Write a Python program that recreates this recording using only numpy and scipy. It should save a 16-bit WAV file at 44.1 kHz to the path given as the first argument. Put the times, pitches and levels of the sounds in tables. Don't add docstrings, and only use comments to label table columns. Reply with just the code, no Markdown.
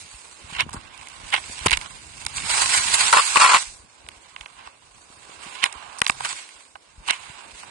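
import sys
import numpy as np
from scipy import signal
from scipy.fft import rfft, irfft
from scipy.io import wavfile
from scipy.ndimage import uniform_filter1d

SR = 44100
rng = np.random.default_rng(int(sys.argv[2]) if len(sys.argv) > 2 else 0)


def field_ratio(decibels):
    return 10 ** (np.asarray(decibels, dtype=float) / 20)


def to_wav(s):
    ch = np.atleast_2d(s).T
    pcm = np.round(np.clip(ch, -1, 1) * 32767)
    wavfile.write(sys.argv[1], SR, pcm.astype(np.int16))


N = 339614

# t/s, level/dB, fineness/dB
GLIDE_SPRAY = [(0.0, -49.5, 4), (0.29, -58.5, 3), (0.53, -54.5, -4), (0.66, -58, -7), (0.85, -58, -4),
               (1.54, -45.5, 4), (1.72, -45.5, -1), (2.05, -51.5, 3.5), (2.3, -50, 0.5), (3.85, -66, -4.5),
               (4.19, -64.5, -4.5), (4.52, -60.5, -5.5), (4.72, -70.5, -8.5), (6.93, -67.5, -3),
               (7.24, -50, -3), (7.42, -55, -3.5), (7.61, -50.5, 3.5), (7.7, -56, -5)]
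# t/s, level/dB, fineness/dB
TURN_SPRAY = [
    (2.2, -66.5, 6.5),
    (2.485, -38.5, 3.5),
    (2.504, -30, 4),
    (2.67, -30.5, 5),
    (2.85, -31, 6.5),
    (3.02, -28, 3.5),
    (3.27, -31.5, 4),
    (3.58, -33.5, 4),
    (3.85, -71.5, 10.5),
]
# t/s, level/dB, fineness/dB
PASSER_SPRAY = [
    (4.8, -99, 6.5),
    (5.04, -71, 2),
    (5.499, -47.5, -2.5),
    (5.78, -50, -6),
    (5.97, -55, -5.5),
    (6.33, -47, 8),
    (6.47, -55.5, 3.5),
    (6.73, -80.5, -1),
    (6.95, -93, -11),
]
# t/s, level/dB
GUSTS = [(0.0, -63.5), (0.41, -65.5), (0.64, -48.5), (1.02, -64), (1.69, -49.5), (2.05, -58), (2.51, -47.5),
         (3.06, -53), (3.22, -64), (4.55, -67.5), (4.7, -70.5), (6.25, -62), (6.46, -79.5), (6.85, -76),
         (7.05, -68.5), (7.7, -63)]
# f/Hz, level/dB per Hz
WIND_COLOUR = [
    (12, -38),
    (25, -1),
    (72, 3.5),
    (140, -2),
    (287, -10.5),
    (330, -12.5),
    (430, -22.5),
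    (730, -120),
]
# t/s, peak/dB, f/Hz
THUDS = [(0.118, -38.5, 52.7), (0.419, -36.5, 78.6), (0.501, -34, 159), (1.212, -37, 46.3),
         (1.474, -40, 94.2), (1.589, -31.5, 61.9), (1.699, -22, 42.6), (1.735, -32, 37.7),
         (2.037, -48, 72.7), (2.239, -35, 88.5), (2.349, -36, 70.0), (2.486, -38, 86.1), (2.599, -39, 59.2),
         (2.854, -55, 78.1), (3.118, -50, 146), (3.54, -35.5, 198), (2.68, -42, 140), (2.93, -42, 110),
         (4.64, -49, 60), (6.53, -55, 60), (6.72, -53, 70), (6.98, -47, 150), (3.646, -38, 32.3),
         (3.77, -44, 58.7), (4.022, -41.5, 59), (4.143, -47, 56.5), (4.383, -41, 48.4), (4.886, -53, 45.8),
         (5.437, -41, 178), (5.734, -42, 64.3), (6.956, -35, 46), (7.06, -51, 37.7), (7.274, -38, 130),
         (7.507, -42.5, 50), (7.619, -66, 88.8)]
# t/s, peak/dB, f/Hz
KNOCKS = [(0.663, -25, 230), (0.743, -23, 227), (0.766, -26.5, 93.5), (1.495, -31.5, 222),
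          (1.659, -7.5, 404), (1.668, -17.5, 129), (3.164, -22.5, 450), (3.37, -15.5, 439),
          (5.1, -40.5, 263), (5.293, -36.5, 427), (5.465, -36, 311.7), (5.638, -30, 397),
          (6.0155, -22.5, 200), (0.755, -31.5, 450), (5.75, -41, 400), (6.096, -20, 242), (6.327, -38, 450)]
# t/s, peak/dB, body/dB and hiss/dB relative to shell, left-right/dB
LUMPS = [(0.606, -9.5, -30, -8, -22), (1.6595, -1.5, -0.5, -8, -3), (1.6678, -8, -7, -5.5, 18),
         (1.682, -14, -19, -14, -20.5), (1.6845, -15, -18, -18, -12), (1.696, -11, -34, -19, -12.5),
         (1.708, -7.5, -14, -1.5, -11.5), (1.7152, -6.5, -6.5, -4, -15.5), (1.7257, -8.5, -15.5, -9, -16),
         (1.7291, -2, -17, -8, -12), (1.7714, -7, -10, -5, -17), (2.264, -11.5, -2.5, -0.5, -10.5),
         (2.6581, -7.5, -11, -9.5, -9.5), (3.1284, -17, 12.5, -7.5, -1.5), (3.1692, -18, 21.5, -20, -13),
         (3.3569, -7, 5.5, -6.5, 2.5), (3.3694, -3.5, -4, -18, 21.5), (5.63, -11, -5.5, -24, -8.5),
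         (5.639, 0, -18.5, -5.5, -14.5), (6.0162, 3, 1, -9, 3.5), (6.0646, -4.5, -4, -7.5, -8),
         (6.096, 0.5, 0.5, -9.5, -7), (7.0848, -9, 2, -17.5, -12), (1.3408, -5, -9, -15, -9),
         (7.1026, -7.5, -11, -20.5, -11.5), (7.096, -9, -31, -41, -24), (7.1072, -2.5, -10.5, -5.5, -10.5)]
# t/s, peak/dB, body/dB and hiss/dB relative to shell
PELLETS = [(0.2529, -30.5, 4, -10), (0.69, -35.5, 18, -17), (0.6942, -31, -20, 0), (0.73, -33, -26, 8),
           (0.9761, -30.5, -21, 0), (1.012, -28, -21, -5), (1.071, -28, -18, -5.5), (1.4385, -26, -18, -11),
           (1.59, -20.5, -11, 0.5), (1.7, -25, -6, -3), (2.4, -20, -15, -1), (2.435, -28.5, -15, 0),
           (6.0805, -19.5, -10, -2), (6.2542, -20, -3, -3), (6.248, -24, 6, -3), (5.991, -31, -10, 9),
           (6.002, -41, -20, 14), (1.8123, -20.5, -15, -5), (1.86, -17.5, 1, -18), (2.25, -24.5, -21, 1.5),
           (2.3812, -13, -7, -13), (2.4028, -14.5, -8, -24), (2.5007, -15, 1.5, -1), (1.085, -43, -18, 14),
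           (2.174, -55, -6, -24), (2.421, -19.5, -26, 0), (6.6508, -41, -21.5, 3.5), (5.726, -26.5, -10, 5),
           (5.985, -39, 9, 16), (6.0446, -28, -20, 9), (6.052, -26, -38, 1), (6.106, -27, -21, 9),
           (6.2905, -30.5, 8, 10.5), (6.3272, -21, -2, 5), (6.49, -31, -25, -5), (0.707, -49, -22, 11),
           (7.1313, -15, -5, -26), (7.141, -23, -8, -20), (1.302, -30.5, -25, 7.5)]
# t/s, peak/dB, body/dB and hiss/dB relative, contact/ms
RATTLES = [
    (4.0637, -35.5, -7, -10, 1.4),
    (4.0871, -22, 0, -3, 0.74),
    (4.362, -24.5, -3.5, -26, 3.3),
    (4.4091, -24, -5, -13.5, 3.3),
    (4.4587, -27, -1, -24, 5),
    (4.115, -36, -16, -10, 1.1),
    (4.6723, -29, 3, -8.5, 1.5),
    (6.075, -27.5, -24, 7, 14),
    (6.754, -36, 11, -19, 6.4),
    (7.63, -41, 9.5, -24, 11),
]
# t/s, peak/dB, body/dB and hiss/dB relative to shell, swell/ms
CLUMPS = [(0.512, -30.5, -13.5, -1, 5), (0.534, -22.5, -9, -5, 5), (0.55, -24.5, -11, -12, 4.5),
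          (0.564, -20.5, -3, -9.5, 5.4), (0.587, -21.5, -4, -29, 4), (0.598, -9, -8, -24, 5.7),
          (0.617, -18.5, -5, -12, 4.4), (0.606, -9.5, -8.5, -24.5, 7.5), (0.737, -37.5, 11.5, 12.5, 8.3),
          (0.765, -38, 12, -1, 13), (1.325, -15, -11, -18, 3.5), (1.351, -14, -6.5, -13, 4),
          (1.377, -17, -5.5, -16, 6.7), (1.338, -5, -4, -14, 6), (1.3625, -8.5, -15, -13.5, 2.5),
          (1.663, -9, 5.5, 3.5, 3.9), (1.722, -13, -15, -20.5, 3), (1.734, 0, -18, -15.5, 3.1),
          (2.369, -23.5, -2.5, 7.5, 15), (2.51, -18, -4, 6.5, 10), (2.579, -17, -0.5, 4.5, 18),
          (2.619, -15, 2, 6, 12), (2.736, -13.5, -1, 3.5, 20), (2.776, -11, -6.5, 2.5, 14),
          (2.83, -18.5, -5.5, 1, 13), (2.882, -15.5, -10.5, 1.5, 9.1), (2.943, -10.5, -5.5, 5.5, 12),
          (3.009, -11.5, -7.5, 3, 24), (3.08, -14.5, -4.5, 4.5, 8.5), (4.591, -38, 0.5, -9, 21),
          (4.662, -38.5, 0.5, -7, 35), (5.635, -7.5, -7.5, -16, 7.2), (5.649, -18, -6, -8, 5),
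          (5.6599, -15, 0.5, -5, 4.7), (6.2051, -26, 8, 0, 3.5), (6.252, -16, -2.5, -3.5, 11.6),
          (6.3063, -21.5, -3.5, 4, 15), (7.081, -22.5, -3, 1.5, 7.94), (7.101, -8, -13, -17, 6.04),
          (7.1316, -23, -8, -7, 31)]
# t/s, peak/dB, brightness/dB, rise/ms, fall/ms
SLIPS = [(3.127, -6, 0.5, 0.6, 7), (3.136, -7.5, -2, 1.6, 6.6), (3.149, -21.5, 2.5, 5, 6.8),
         (3.183, -16.5, 1.5, 3.1, 10), (3.171, -11, 2.5, 6, 7.9), (3.198, -15.5, 0, 8, 4.5),
         (3.357, -9.5, -6.5, 0.44, 11), (3.374, -19, 8.5, 6.1, 4.3), (3.404, -17.5, 3, 11, 4.3),
         (3.417, -8, 3, 7, 11), (3.433, -15.5, -4, 5, 5.6), (3.447, -11, 0.5, 7.7, 8.5),
         (3.461, -14.5, -3, 7.1, 4.5), (3.477, -19.5, 6, 6.6, 5.2), (3.496, -13, -0.5, 9.4, 10.6),
         (3.52, -15, -2, 7, 4.3), (3.535, -13, 0, 2.3, 3.2), (3.545, -8.5, -2, 5.5, 8.3),
         (3.57, -20, 6, 36, 4.9)]
# t/s, f/Hz, level/dB
POLE_HUM = [
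    (6.11, 136.8, -60),
    (6.254, 135.5, -55),
    (6.3, 133, -73),
]
# f/Hz, width/Hz, level/dB, left-right/dB, left pitch ratio
BODY_MODES = [
    (626, 240, -12, 2, 0.73),
    (845, 228, -5.5, -3.5, 0.794),
    (1043.5, 132, 0, 1, 1.063),
    (1184, 160, -3, 3, 1.022),
    (1586, 180, -7, 9, 0.886),
]
SHELL_MODES = [
    (1720, 1280, -5.5, 3, 0.8),
    (2227, 243, 5, 3, 0.9),
    (2665, 396, 2.5, -0.44, 0.91),
    (3103, 750, 0, -2.2, 0.99),
    (3983, 770, -7, -1, 1.02),
]
HISS_MODES = [
    (4740, 1500, 2, 3, 0.91),
    (5010, 860, -35.5, 5, 0.16),
    (6300, 1300, -9, -1, 0.6),
    (7660, 1020, 10, -0.04, 0.73),
    (8420, 1940, 6, -0.25, 1.087),
    (9610, 250, 6, -1, 0.49),
    (10210, 260, 0, 1, 1.2),
]


def rms_one(x):
    return x / np.sqrt(np.mean(x ** 2) + 1e-20)


def in_time(rows, outside=None):
    s, *columns = np.transpose(rows)
    return [np.interp(np.arange(N) / SR, s, c, outside, outside) for c in columns]


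def drift(rate_hz):
    r = np.exp(-2 * np.pi * rate_hz / SR)
    wander = signal.lfilter([1], [1, -2 * r, r * r], rng.standard_normal(N + SR))
    return rms_one(wander[SR:])


def sides(pan_db):
    return field_ratio(np.array([pan_db / 2, -pan_db / 2]))


def grains(per_s, spread_db, alike):
    size_db = spread_db * np.minimum(rng.exponential(1, (3, N)), 5)
    sizes = field_ratio(size_db) * rng.standard_normal((3, N))
    both, left, right = sizes * (rng.random((3, N)) < per_s / SR)
    return rms_one(np.sqrt(alike) * both + np.sqrt(1 - alike) * np.array([left, right]))


def spray():
    gust_db = 1.0 * drift(5.1) + 1.4 * drift(37)
    flicker_db = np.array([1.5 * drift(3.0), 1.2 * drift(2.5), 1.0 * drift(6.0)]) + gust_db + 1.5
    strength = 0
    for level_db, fine_db in map(in_time, [GLIDE_SPRAY, TURN_SPRAY, PASSER_SPRAY]):
        body_db = -2.5 - 0.91 * fine_db
        ranges_db = level_db + np.array([body_db, 0 * fine_db, fine_db])
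        strength = strength + field_ratio(ranges_db + flicker_db)[:, None] * sides(-11 + 0.62 * fine_db)
    return strength * grains(per_s=11000, spread_db=2.5, alike=0.35)


def mid_side(mid, side, width):
    return rms_one(mid + width * side * [[1], [-1]])


def wind():
    hz = np.maximum(np.fft.rfftfreq(N, 1 / SR), 1)
    points_hz, points_db = np.transpose(WIND_COLOUR)
    colour = field_ratio(np.interp(np.log(hz), np.log(points_hz), points_db))
    mid, side = irfft(rfft(rng.standard_normal((2, N))) * colour, N)
    lumps = field_ratio(in_time(GUSTS)[0] + 2.5 * drift(11) + 2.5 * drift(25) + 2.5)
    return lumps * mid_side(mid, side, width=0.6)


def slope():
    ski_db = np.maximum(in_time(GLIDE_SPRAY)[0], in_time(PASSER_SPRAY)[0])
    follow_db = 0.29 * (ski_db - ski_db.mean())
    band = signal.butter(2, [230, 850], "band", fs=SR, output="sos")
    mid, side = signal.sosfilt(band, rng.standard_normal((2, N)))
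    return field_ratio(-59.5 + follow_db + 2.4 * drift(4.3)) * mid_side(mid, side, width=0.85)


def pushes(table, late_s, turns, gain_db, pan_db):
    out, t = np.zeros(N + SR), np.arange(SR // 4) / SR
    for s, db, hz in table:
        at = round((s + late_s) * SR)
        swing = np.sin(2 * np.pi * hz * t) * np.exp(-hz * t / turns)
        out[at:at + SR // 4] += field_ratio(db + gain_db) * swing
    return out[:N] * sides(pan_db)[:, None]


def thuds():
    deep = pushes(THUDS, late_s=0.024, turns=0.6, gain_db=3.0, pan_db=2.5)
    return deep + pushes(KNOCKS, late_s=0.0018, turns=0.48, gain_db=1.5, pan_db=5.5)


def add(strength, s, levels_db, pan_db, rise_ms, fall_ms):
    rise = max(rise_ms, 0.05) * SR / 1000
    fall = max(fall_ms, 0.2) * SR / 1000
    i = np.arange(-int(7 * rise), int(7 * fall))
    shape = np.exp(np.where(i < 0, i / rise, -i / fall))
    gains = field_ratio(np.array(levels_db))[:, None, None] * sides(pan_db)[:, None]
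    strength[:, :, round(s * SR) + i] += gains * shape


def taps():
    strength = np.zeros((3, 2, N))
    shards = grains(per_s=23000, spread_db=2.0, alike=0.82)
    lump_ms, pellet_ms, pellet_pan_db, rattle_pan_db = 1.8, 1.1, -9, -9.5
    hits = [(*row, lump_ms) for row in LUMPS]
    hits += [(*row, pellet_pan_db, pellet_ms) for row in PELLETS]
    hits += [(*row[:4], rattle_pan_db, row[4]) for row in RATTLES]
    for s, db, body_db, hiss_db, pan_db, contact_ms in hits:
        levels_db = db - 7.5 + np.array([body_db - 2.0, 0, hiss_db])
        fall_ms = contact_ms + 0.06 * hiss_db
        add(strength, s + 0.00062, levels_db, pan_db, 0.3, fall_ms)
    click = np.zeros(N)
    click[[round((row[0] + 0.0008) * SR) for row in hits]] = 5.0
    click[[round((row[0] + 0.0008) * SR) for row in RATTLES]] = 8.1
    return strength * (shards + click)


def crunch():
    strength = np.zeros((3, 2, N))
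    for s, db, body_db, hiss_db, swell_ms in CLUMPS:
        levels_db = db - 9.5 + np.array([body_db, 0, hiss_db])
        add(strength, s + 0.0012, levels_db, -7.5, swell_ms, 0.9 * swell_ms)
    return strength * field_ratio(0.67 * drift(110)) * grains(per_s=12000, spread_db=2.0, alike=0.65)


def plough():
    strength = np.zeros((3, 2, N))
    for s, db, bright_db, rise_ms, fall_ms in SLIPS:
        levels_db = db + np.array([0, -6 + bright_db, -9.5 + bright_db])
        add(strength, s, levels_db, 0, rise_ms, fall_ms)
    pans = np.array([sides(1.2), sides(-1.5), sides(-12.0)])[:, :, None]
    rub = grains(per_s=9000, spread_db=2.5, alike=0.88)
    push = signal.lfilter(*signal.iirpeak(1130, 2.6, fs=SR), rub)
    push = push / np.sqrt(uniform_filter1d(push ** 2, size=180) + 1e-6)
    return strength * field_ratio(0.6 * drift(80)) * pans * np.array([0.21 * push, rub, rub])


def hum():
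    hz, db = in_time(POLE_HUM)
    sounding = in_time([(POLE_HUM[0][0], 1), (POLE_HUM[-1][0], 1)], outside=0)[0]
    sounding = uniform_filter1d(sounding, size=600)
    return np.sqrt(2) * sounding * field_ratio(db) * np.sin(2 * np.pi * np.cumsum(hz) / SR)


def lagged(force, samples):
    return np.stack([np.roll(force[:, 0], samples, axis=-1), force[:, 1]], axis=1)


def housing(force, modes):
    out, unit = np.zeros((2, N)), np.zeros((2, 4096))
    for k, (hz, width, db, pan_db, ratio) in enumerate(modes):
        r = np.exp(-np.pi * width / SR)
        for side, pitch in enumerate([hz * ratio, hz]):
            gain = (-1) ** k * field_ratio(db) * sides(pan_db)[side]
            b = gain * (1 - r * r) / 2 * np.array([1, 0, -1])
            a = [1, -2 * r * np.cos(2 * np.pi * pitch / SR), r * r]
            out[side] += signal.lfilter(b, a, force[side] + 1e-18)
            unit[side] += signal.lfilter(b, a, signal.unit_impulse(4096))
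    return out / np.sqrt(np.sum(unit ** 2) / 2)


def scene():
    forces = lagged(spray() + crunch(), 16) + lagged(taps(), 15) + lagged(plough(), -1)
    ranges = zip(forces, [BODY_MODES, SHELL_MODES, HISS_MODES])
    shaken = sum(housing(force, modes) for force, modes in ranges)
    return shaken + wind() + slope() + thuds() + hum()


def coarse(x, size, group, step_db, scatter_db, top_hz):
    window = np.sin(np.pi * (np.arange(size) + 0.5) / size)
    hz, _, lines = signal.stft(x, SR, window=window, nperseg=size)
    band, frame = (hz // 350).astype(int), np.arange(lines.shape[2]) // group
    power = uniform_filter1d(np.abs(lines) ** 2, size=max(size // 128, 1), axis=1)
    power = uniform_filter1d(power, size=group, axis=2)
    luck_db = scatter_db * rng.standard_normal((band[-1] + 1, frame[-1] + 1))[band][:, frame]
    rough_db = 5 * np.exp(-((hz - 5600) / 900) ** 2) - 14 * np.exp(-hz / 1800)
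    step = np.sqrt(power) * field_ratio(step_db + luck_db + rough_db[:, None]) + 1e-12
    height = np.abs(lines) / step + 1e-12
    lines = lines * np.round(height) / height * (hz < top_hz)[:, None]
    return signal.istft(lines, SR, window=window, nperseg=size)[1][:, :N]


def camera_processing(x):
    fast = uniform_filter1d(np.sum(np.diff(x, prepend=0) ** 2, axis=0), size=128)
    before = np.roll(uniform_filter1d(fast, size=1024), 640)
    jumps = (fast > before * field_ratio(17.5)).astype(float)
    sudden = uniform_filter1d(jumps, size=1500) > 1e-9
    sudden = uniform_filter1d(sudden.astype(float), size=256)
    steady = coarse(x, size=2048, group=1, step_db=4.5, scatter_db=5.5, top_hz=9900)
    bursts = coarse(x, size=256, group=8, step_db=1.5, scatter_db=6, top_hz=10750)
    return (1 - sudden) * steady + sudden * bursts


def low_pass(x):
    return signal.sosfilt(signal.butter(12, 10920, fs=SR, output="sos"), x)


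def record(dry):
    cut = signal.sosfilt(signal.butter(2, 36, "high", fs=SR, output="sos"), dry)
    flattened = cut / (1 + (cut / 0.9) ** 6) ** (1 / 6)
    mix = np.clip(camera_processing(flattened), -1, 1)
    return low_pass(mix)


dry = scene()
out = record(dry)
to_wav(out)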